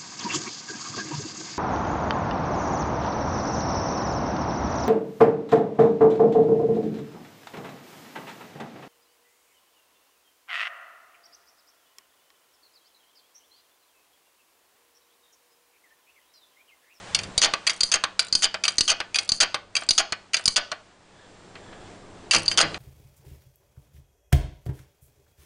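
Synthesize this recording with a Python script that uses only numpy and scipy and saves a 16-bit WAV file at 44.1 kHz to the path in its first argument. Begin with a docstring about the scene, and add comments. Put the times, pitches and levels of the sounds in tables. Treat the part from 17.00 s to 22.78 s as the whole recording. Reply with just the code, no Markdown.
"""Ratchet wrench on a puller

A ratchet wrench winds the screw of a puller under a vehicle in a workshop. At each swing the socket
clacks in its play, the pawl snaps over two teeth and drags, the head rattles and the screw knocks.
Impacts excite the modes of wrench and puller; a low boom rings under the first and last swings. A sleeve
brushes past, the tool rubs, the room reverberates over rumble and hiss, and a limiter ducks the peaks."""
import sys
import numpy as np
from scipy import signal
from scipy.fft import rfft, irfft, next_fast_len
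from scipy.io import wavfile
from scipy.ndimage import uniform_filter1d, minimum_filter1d, map_coordinates

SR = 44100
rng = np.random.default_rng(int(sys.argv[2]) if len(sys.argv) > 2 else 0)


def generate_wav(sig):
    """Save sig (samples, or channels by samples) to the path in sys.argv[1] as 16-bit PCM at SR."""
    pcm = np.round(np.clip(np.atleast_2d(sig).T, -1, 1) * 32767).astype(np.int16)
    wavfile.write(sys.argv[1], SR, pcm)


N = 254888

# Workshop background. Each row: time in seconds, rumble level in dB, hiss level in dB.
BACKGROUND_LEVELS = [(0, -49, -44), (.3, -44.5, -47.5), (.62, -57.5, -50), (1.7, -56.5, -57),
                     (3.95, -60, -59.5), (4.7, -47, -52.5), (5.25, -47.5, -53.5), (5.78, -41, -46.5)]
# Hum and whine. Each row: frequency in Hz, level in dB relative to the rumble.
HUM_PARTIALS = [(97, -7.5), (187, -5.5), (7580, -19)]
# Noise spectra. Each row: frequency in Hz, relative spectral density in dB.
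RUMBLE_SPECTRUM = [(25, -0.5), (48, 0.5), (70, -10.5), (100, 1), (180, -4.5), (300, -1), (500, -2),
                   (750, -5.5), (1400, -15), (3000, -35.5)]
HISS_SPECTRUM = [(410, -31), (700, -10), (1480, -12), (1810, -12.5), (2490, -16), (3380, -16.5),
                 (4240, -18.5), (7820, -23.5), (10000, -31), (10500, -53.5), (13600, -80.5), (22000, -120)]
SLEEVE_SPECTRUM = [(30, -28), (65, -9), (90, 7.5), (125, -4), (190, -4), (260, -17), (600, -46),
                   (2000, -58)]
RUB_SPECTRUM = [(600, -20), (1400, -13), (1700, 9), (2200, -32), (2900, -14), (3400, 0), (3900, -14),
                (4300, -13), (5200, -43), (10000, -35)]
# Impacts on socket and screw. Each row: start in seconds, level in dB.
SOCKET_CLACKS = [(0.1471, -6), (.189, -17), (.2344, -25), (0.6673, -11), (.673, -7), (0.6954, -11.5),
                 (0.7024, -15), (1.1931, -3), (1.6375, -10.5), (1.6523, -11), (1.6801, -6.5),
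                 (2.1442, -12.5), (2.157, -9.5), (2.186, -8.5), (2.7525, -11), (2.7656, -8.5),
                 (3.334, -16.5), (3.3425, -6.5), (3.3672, -14.5), (5.3104, 6), (5.334, -5), (5.3616, -6),
                 (5.5141, -13)]
SCREW_KNOCKS = [(.5365, -9.5), (1.038, -8), (1.5422, -18), (2.0022, -16.5), (2.5437, -11), (2.8192, -34.5),
                (3.1225, -12.5), (3.3944, -41), (3.7164, -17), (4.5532, -40.5), (4.727, -59), (5.743, -24)]
# Low ringing booms under the first and last swings. Each row: start in seconds, level in dB.
LOW_BOOMS = [(.442, -35.5), (5.349, -22.5), (5.62, -26)]
# Pawl snaps in pairs. Each row: first and second start in seconds, first and second level in dB.
TOOTH_PAIRS = [(.378, .391, -1, -13), (.8065, .8325, -1, 0), (1.3262, 1.3516, 0, 0), (1.7825, 1.8075, 0, 0),
               (2.291, 2.3185, -4, 0), (2.8888, 2.9072, -2, 0), (3.4565, 3.4785, -1, 0),
               (5.459, 5.48, -18, 0)]
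# Quick runs of the head. Each row: start, time of the hardest snap and length in seconds,
# level in dB, offset of the puller's share in dB.
HEAD_RUNS = [(0.4164, 0.4454, .042, -7, -1.5), (0.916, 0.9402, 0.038, -10.5, -2),
             (1.422, 1.4424, 0.032, -11, -4.5), (1.878, 1.9014, 0.039, -9.5, -2.5),
             (2.4026, 2.408, 0.027, -7.5, -3.5), (2.9785, 2.9832, 0.024, -8, -2),
             (3.56, 3.566, .018, -9.5, -0.5), (5.322, 5.3477, 0.027, -8.5, 2),
             (5.5745, 5.6127, 0.048, -6, 3.5)]
# Rubbing under load. Each row: start in seconds, length in seconds, level in dB.
RUB_STROKES = [(4.12, 0.2, -58), (4.56, 0.37, -56.5)]
# Normal modes. Each row: frequency in Hz, relative level in dB, time to decay by 60 dB in seconds.
WRENCH_MODES = [(4350, -3, .055), (4460, -7, .04), (4600, -3, .045), (4740, 0, .065), (4830, -3, .045),
                (4980, -8, .035), (6120, -6, .045), (6330, -10, .04), (6620, -11, .035), (6960, -11, .04),
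                (8400, -16, .04), (8850, -14, .04), (9800, -12, .04)]
PULLER_MODES = [(317, -16, .15), (640, -8, .1), (800, -8, .09), (1140, -4, .08), (1225, -7, .1),
                (1495, 0, .09), (1880, -6, .06), (2390, -3, .07), (2565, -2, .07), (2830, -4, .06),
                (3150, -1, .07), (4220, -4, .05)]
BOOM_MODES = [(90, -8, .4), (154.4, -2, 0.46), (224.6, 5.5, .15), (331, 1, 0.27), (436, 0, 0.24),
              (524, -1, .3)]
# Spectra of the contacts and the puller's body. Each row: frequency in Hz, relative density in dB.
SOCKET_SPECTRUM = [(300, -24.5), (1200, -10), (2000, -7.5), (2500, 1.5), (3700, -5.5), (4500, -8),
                   (5400, -8), (6300, -6.5), (7500, -13), (10000, -17)]
PAWL_SPECTRUM = [(300, -1), (1500, -18), (3000, -7.5), (4000, 0.5), (4700, 13), (5500, -6), (6500, -2.5),
                 (7700, -7.5), (10000, -11)]
RUN_SPECTRUM = [(300, -27.5), (1200, -9.5), (2200, -8.5), (3100, 2.5), (3900, -5), (4600, 1.5), (5500, -5),
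                (6600, 2), (7400, -9.5), (10000, -13)]
SCREW_SPECTRUM = [(300, 0), (1200, 3.5), (2400, -9), (3700, 1.5), (4400, 5), (5500, -3), (7000, -9.5),
                  (10000, -15)]
BODY_SPECTRUM = [(40, -32.5), (130, -14.5), (300, -13.5), (650, 0), (950, -4.5), (1400, 0.5), (2100, -1.5),
                 (3500, -8), (8000, -35)]
# Decay of the room. Each row: frequency in Hz, reverberation time in seconds.
ROOM_DECAY = [(100, 0.66), (500, 0.4), (2000, 0.26), (5000, 0.32), (10000, 0.52)]
# Colour of the reverberation. Each row: frequency in Hz, relative gain in dB.
ROOM_SPECTRUM = [(100, 0), (500, 9.5), (1500, 8), (3000, 7.5), (5000, -1.5), (10000, -24)]


def amp(db):
    """Amplitude ratio of a level in decibels."""
    return 10 ** (np.asarray(db) / 20)


def unit(x):
    """Normalisation to an rms of 1."""
    return x / np.sqrt(np.mean(x ** 2) + 1e-20)


def along(points, hz):
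    """Interpolation of (Hz, value) points on a logarithmic frequency axis."""
    knots_hz, values = np.transpose(points)
    return np.interp(np.log(hz + 1), np.log(knots_hz + 1), values)


def wobble(rate_hz):
    """Slow modulation: a spline through random values drawn at the given rate."""
    knots = rng.standard_normal(int(N * rate_hz / SR) + 4)
    return map_coordinates(knots, [np.arange(N) * rate_hz / SR])


def add(track, s, sound):
    """Superposition of a sound on a track, from s seconds on."""
    start = max(round(s * SR), 0)
    track[start:start + len(sound)] += sound[:max(len(track) - start, 0)]


def coloured(x, spectrum, size=4096):
    """Spectral shaping by a minimum-phase filter of unit energy."""
    cepstrum = irfft(np.log(amp(along(spectrum, np.fft.rfftfreq(size, 1 / SR)))))
    cepstrum[1:size // 2] *= 2
    cepstrum[size // 2 + 1:] = 0
    response = irfft(np.exp(rfft(cepstrum)))
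    return signal.fftconvolve(x, response / np.linalg.norm(response))[:N]


def background(waver_db=2):
    """Broadband rumble and hiss swell slowly, with faint tones that waver in amplitude and phase."""
    times, *levels = np.transpose(BACKGROUND_LEVELS)
    t = np.arange(N) / SR
    rumble_db, hiss_db = (np.interp(t, times, level) for level in levels)
    hum = sum(amp(db + waver_db * wobble(0.93)) * np.sin(2 * np.pi * hz * t + 1.2 * wobble(5.4))
              for hz, db in HUM_PARTIALS)
    rumble = coloured(rng.standard_normal(N), RUMBLE_SPECTRUM)
    hiss = amp(1.1 * wobble(9)) * coloured(rng.standard_normal(N), HISS_SPECTRUM)
    return amp(rumble_db) * (rumble + hum) + amp(hiss_db) * hiss


def friction(strokes, spectrum):
    """Sliding friction radiates noise that swells and fades over each stroke."""
    t = np.arange(N) / SR
    envelope = sum(amp(db) * np.sin(np.pi * np.clip((t - s) / length, 0, 1)) for s, length, db in strokes)
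    return envelope * coloured(rng.standard_normal(N), spectrum)


def sleeve(start_s=0.084, length_s=0.29, db=-44.5):
    """Cloth friction: a low rumble as the arm sweeps close past the microphone."""
    return friction([(start_s, length_s, db)], SLEEVE_SPECTRUM)


def ring(modes, t, scatter_db=3.0, detune=0.0097):
    """Free vibration is a sum of damped modes, weighted and detuned anew at each excitation."""
    hz, db, t60 = np.transpose(modes)[:, :, None]
    hz = hz * (1 + detune * rng.standard_normal(hz.shape))
    weight = amp(db + scatter_db * rng.standard_normal(hz.shape))
    phase = rng.uniform(0, 2 * np.pi, hz.shape)
    partials = weight * amp(-60 * t / t60) * np.sin(2 * np.pi * hz * t + phase)
    return np.sum(partials, axis=0) / np.linalg.norm(weight)


def chatter(t, t60, grit_db):
    """Micro-impacts of steel on steel merge into a decaying burst of uneven noise."""
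    grains = unit(uniform_filter1d(rng.standard_normal(len(t)), size=40))
    return unit(rng.standard_normal(len(t)) * amp(grit_db * grains)) * amp(-60 * t / t60)


def clink(t, t60, low_hz=1000, high_hz=10000, count=36):
    """Small loose parts resonate briefly, at frequencies that change with each contact."""
    return ring([(hz, 0, t60) for hz in rng.uniform(low_hz, high_hz, count)], t)


def lead_in(t, lead_s, rise_db=12):
    """Onset shaping: a very short rise of noise softens each hit's attack."""
    return np.where(t < lead_s, amp(rise_db * (t / lead_s - 2)), 0) * rng.standard_normal(len(t))


def bounces(sound, gap, loss_db, count=4):
    """Inelastic rebounds repeat a sound at uneven intervals, weaker each time."""
    out = sound.copy()
    for k, s in enumerate(np.cumsum(gap * rng.uniform(0.27, 7.2, count))):
        add(out, s, amp(loss_db * (k + 3)) * sound)
    return out


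def blows(rows, share_db, dulling):
    """Energy partition: each (s, dB) blow gains the puller's share in dB, larger for softer blows."""
    return [(s, db, share_db - dulling * db) for s, db in rows]


def contacts(rows, spectrum, crack_t60, grit_db, wrench_db, body_db, body_t60, puller_db, gap, loss_db):
    """Impact excitation: each contact cracks, rings the wrench and shakes the heavier puller."""
    lead_s, bite_s, swell_s = 0.0013, 0.00053, 0.0014
    lead_ins, body, steel = np.zeros((3, N))
    t = np.arange(SR // 8) / SR
    bite = 1 - np.exp(-t / bite_s)
    swell = 1 - np.exp(-t / swell_s)  # inertia slows the heavy parts
    for s, db, share_db in rows:
        snap = amp(-2) * chatter(t, t60=0.0096, grit_db=-3)
        clatter = amp(2) * clink(t, crack_t60) + amp(-6) * chatter(t, crack_t60, grit_db)
        crack = unit(coloured(bite * (snap + clatter), spectrum)[:len(t)])
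        add(lead_ins, s - lead_s, amp(db - 25.5) * lead_in(t, lead_s))
        add(steel, s, amp(db - 16) * crack)
        head = unit(bite * bounces(ring(WRENCH_MODES, t), gap, loss_db))
        add(steel, s, amp(db + wrench_db - 19.5) * head)
        add(body, s, amp(db + share_db + body_db) * swell * chatter(t, body_t60, grit_db))
        add(steel, s, amp(db + share_db + puller_db) * swell * ring(PULLER_MODES, t))
    return steel + coloured(lead_ins, spectrum) + coloured(body, BODY_SPECTRUM)


def socket():
    """Backlash: the loose socket crosses its play and stops with a clack."""
    rows = blows(SOCKET_CLACKS, share_db=-26.5, dulling=0.66)
    return amp(-6.5) * contacts(rows, SOCKET_SPECTRUM, crack_t60=0.039, grit_db=0, wrench_db=2.5,
                                body_db=0, body_t60=0.18, puller_db=2.5, gap=0.0024, loss_db=-27.5)


def room(x, delay_s=0.004):
    """Reverberation: convolution with a noise tail whose decay time depends on frequency."""
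    hz, t, bands = signal.stft(rng.standard_normal(SR * 3 // 4), SR, nperseg=256)
    decay = amp(-60 * t / along(ROOM_DECAY, hz)[:, None])
    tail = signal.istft(bands * decay, SR, nperseg=256)[1]
    response = np.pad(tail, (int(delay_s * SR), 0)) / np.linalg.norm(tail)
    return coloured(signal.fftconvolve(x, response)[:N], ROOM_SPECTRUM)


def jingle(count=6, length_s=0.1, relative_db=-26, fade_db=9):
    """Secondary impacts: the loose socket ticks ever more faintly after each clack."""
    out, t = np.zeros(N), np.arange(SR // 20) / SR
    for s, db in SOCKET_CLACKS:
        for progress in (np.arange(count) + rng.random(count)) / count:
            tick = clink(t, t60=0.025, low_hz=3500, count=8) + amp(-3) * chatter(t, t60=0.02, grit_db=4)
            tick_db = db + relative_db - fade_db * progress + rng.normal(0, 3)
            add(out, s + length_s * progress, amp(tick_db) * tick)
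    return out


def pawl():
    """Brief, hard impacts excite the head's high modes as the pawl snaps over two teeth."""
    snaps = []
    for first, second, first_db, second_db in TOOTH_PAIRS:
        snaps += [(first, first_db), (second, second_db)]
    rows = blows(snaps, share_db=-28, dulling=0.74)
    return amp(-10.5) * contacts(rows, PAWL_SPECTRUM, crack_t60=0.027, grit_db=3, wrench_db=1,
                                 body_db=-3, body_t60=0.13, puller_db=6, gap=0.00097, loss_db=-9)


def jolts_and_booms(push_s=0.01115, rise_s=0.0032):
    """Low transients: snaps land with a jolt, and damped modes boom under the first and last swings."""
    out, t = np.zeros(N), np.arange(SR // 2) / SR
    push = (1 - t / push_s) * np.exp(-t / push_s)
    jolt = amp(15) * push * (1 - np.exp(-t / rise_s)) ** 2
    for first, second, first_db, second_db in TOOTH_PAIRS:
        add(out, first, amp(first_db - 49) * jolt)
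        add(out, second, amp(second_db - 42) * jolt)
    for _, snap, _, db, _ in HEAD_RUNS:
        add(out, snap, amp(db - 30) * jolt)
    for s, db in LOW_BOOMS:
        add(out, s, amp(db) * (1 - np.exp(-t / 0.0035)) * ring(BOOM_MODES, t))
    return out


def drag(count=12, wait_s=0.018, length_s=0.048, db=-31, fade_db=5):
    """Stick-slip: after its second snap the pawl stutters along a tooth, each slip ringing the head."""
    out, t = np.zeros(N), np.arange(SR // 10) / SR
    for _, second, _, _ in TOOTH_PAIRS:
        for progress in (np.arange(count) + rng.random(count)) / count:
            tick = ring(WRENCH_MODES, t) + amp(-4) * clink(t, t60=0.015, low_hz=5540, count=4)
            add(out, second + wait_s + length_s * progress, amp(db - fade_db * progress) * tick)
    return out


def rattle(count=7, fade_db=4, share_rise_db=13):
    """An impact train with one hard snap: as the head spins back, vibration passes into the puller."""
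    rows, index = [], np.arange(count)
    for start, snap, length, db, offset_db in HEAD_RUNS:
        jitter = rng.uniform(-0.4, 0.4, count) * (index > 0)
        progress = (index + jitter) / (count - 1)
        steel_db = db - fade_db * progress + rng.standard_normal(count)
        share_db = offset_db - 17.5 + share_rise_db * progress
        rows += zip(start + length * progress, steel_db, share_db)
        rows.append((snap, db + 9.5, offset_db - 24))  # the hardest snap stays mostly in the head
    return amp(-6.5) * contacts(rows, RUN_SPECTRUM, crack_t60=0.031, grit_db=2.5, wrench_db=-2.5,
                                body_db=5.5, body_t60=0.071, puller_db=3, gap=0.0042, loss_db=-14.5)


def screw():
    """Impacts under load: the screw's knocks couple strongly to the puller and sound duller."""
    rows = blows(SCREW_KNOCKS, share_db=-11.5, dulling=0.52)
    return amp(-6.5) * contacts(rows, SCREW_SPECTRUM, crack_t60=0.024, grit_db=4.5, wrench_db=-6,
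                                body_db=2.5, body_t60=0.074, puller_db=1, gap=0.005, loss_db=-10)


def rubbing():
    """Friction in the loaded tool gives faint bands of noise while the handle is pulled."""
    return friction(RUB_STROKES, RUB_SPECTRUM)


def scene():
    """Superposition of the tool, its reverberation and the other sources in one channel."""
    tool = socket() + jingle() + pawl() + rattle() + screw() + drag()
    reverberation = amp(-17) * room(tool)
    return (tool + reverberation + jolts_and_booms() + sleeve() + rubbing() + background())[None]


def record(dry, ceiling_db=-4, release_db_per_s=250, smooth_samples=60, cutoff_hz=10050):
    """Peak limiting ducks the loudest snaps; a steep low-pass filter then limits the bandwidth."""
    excess_db = np.maximum(20 * np.log10(np.abs(dry) + 1e-9) - ceiling_db, 0)
    ramp_db = release_db_per_s * np.arange(N) / SR
    duck_db = np.maximum.accumulate(excess_db + ramp_db, axis=-1) - ramp_db
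    gain = uniform_filter1d(minimum_filter1d(amp(-duck_db), smooth_samples), smooth_samples)
    size = next_fast_len(N + SR // 4)
    lowpass = 1 / (1 + (np.fft.rfftfreq(size, 1 / SR) / cutoff_hz) ** 70)
    return irfft(rfft(dry * gain, size) * lowpass, size)[..., :N]


dry = scene()
out = record(dry)
generate_wav(out)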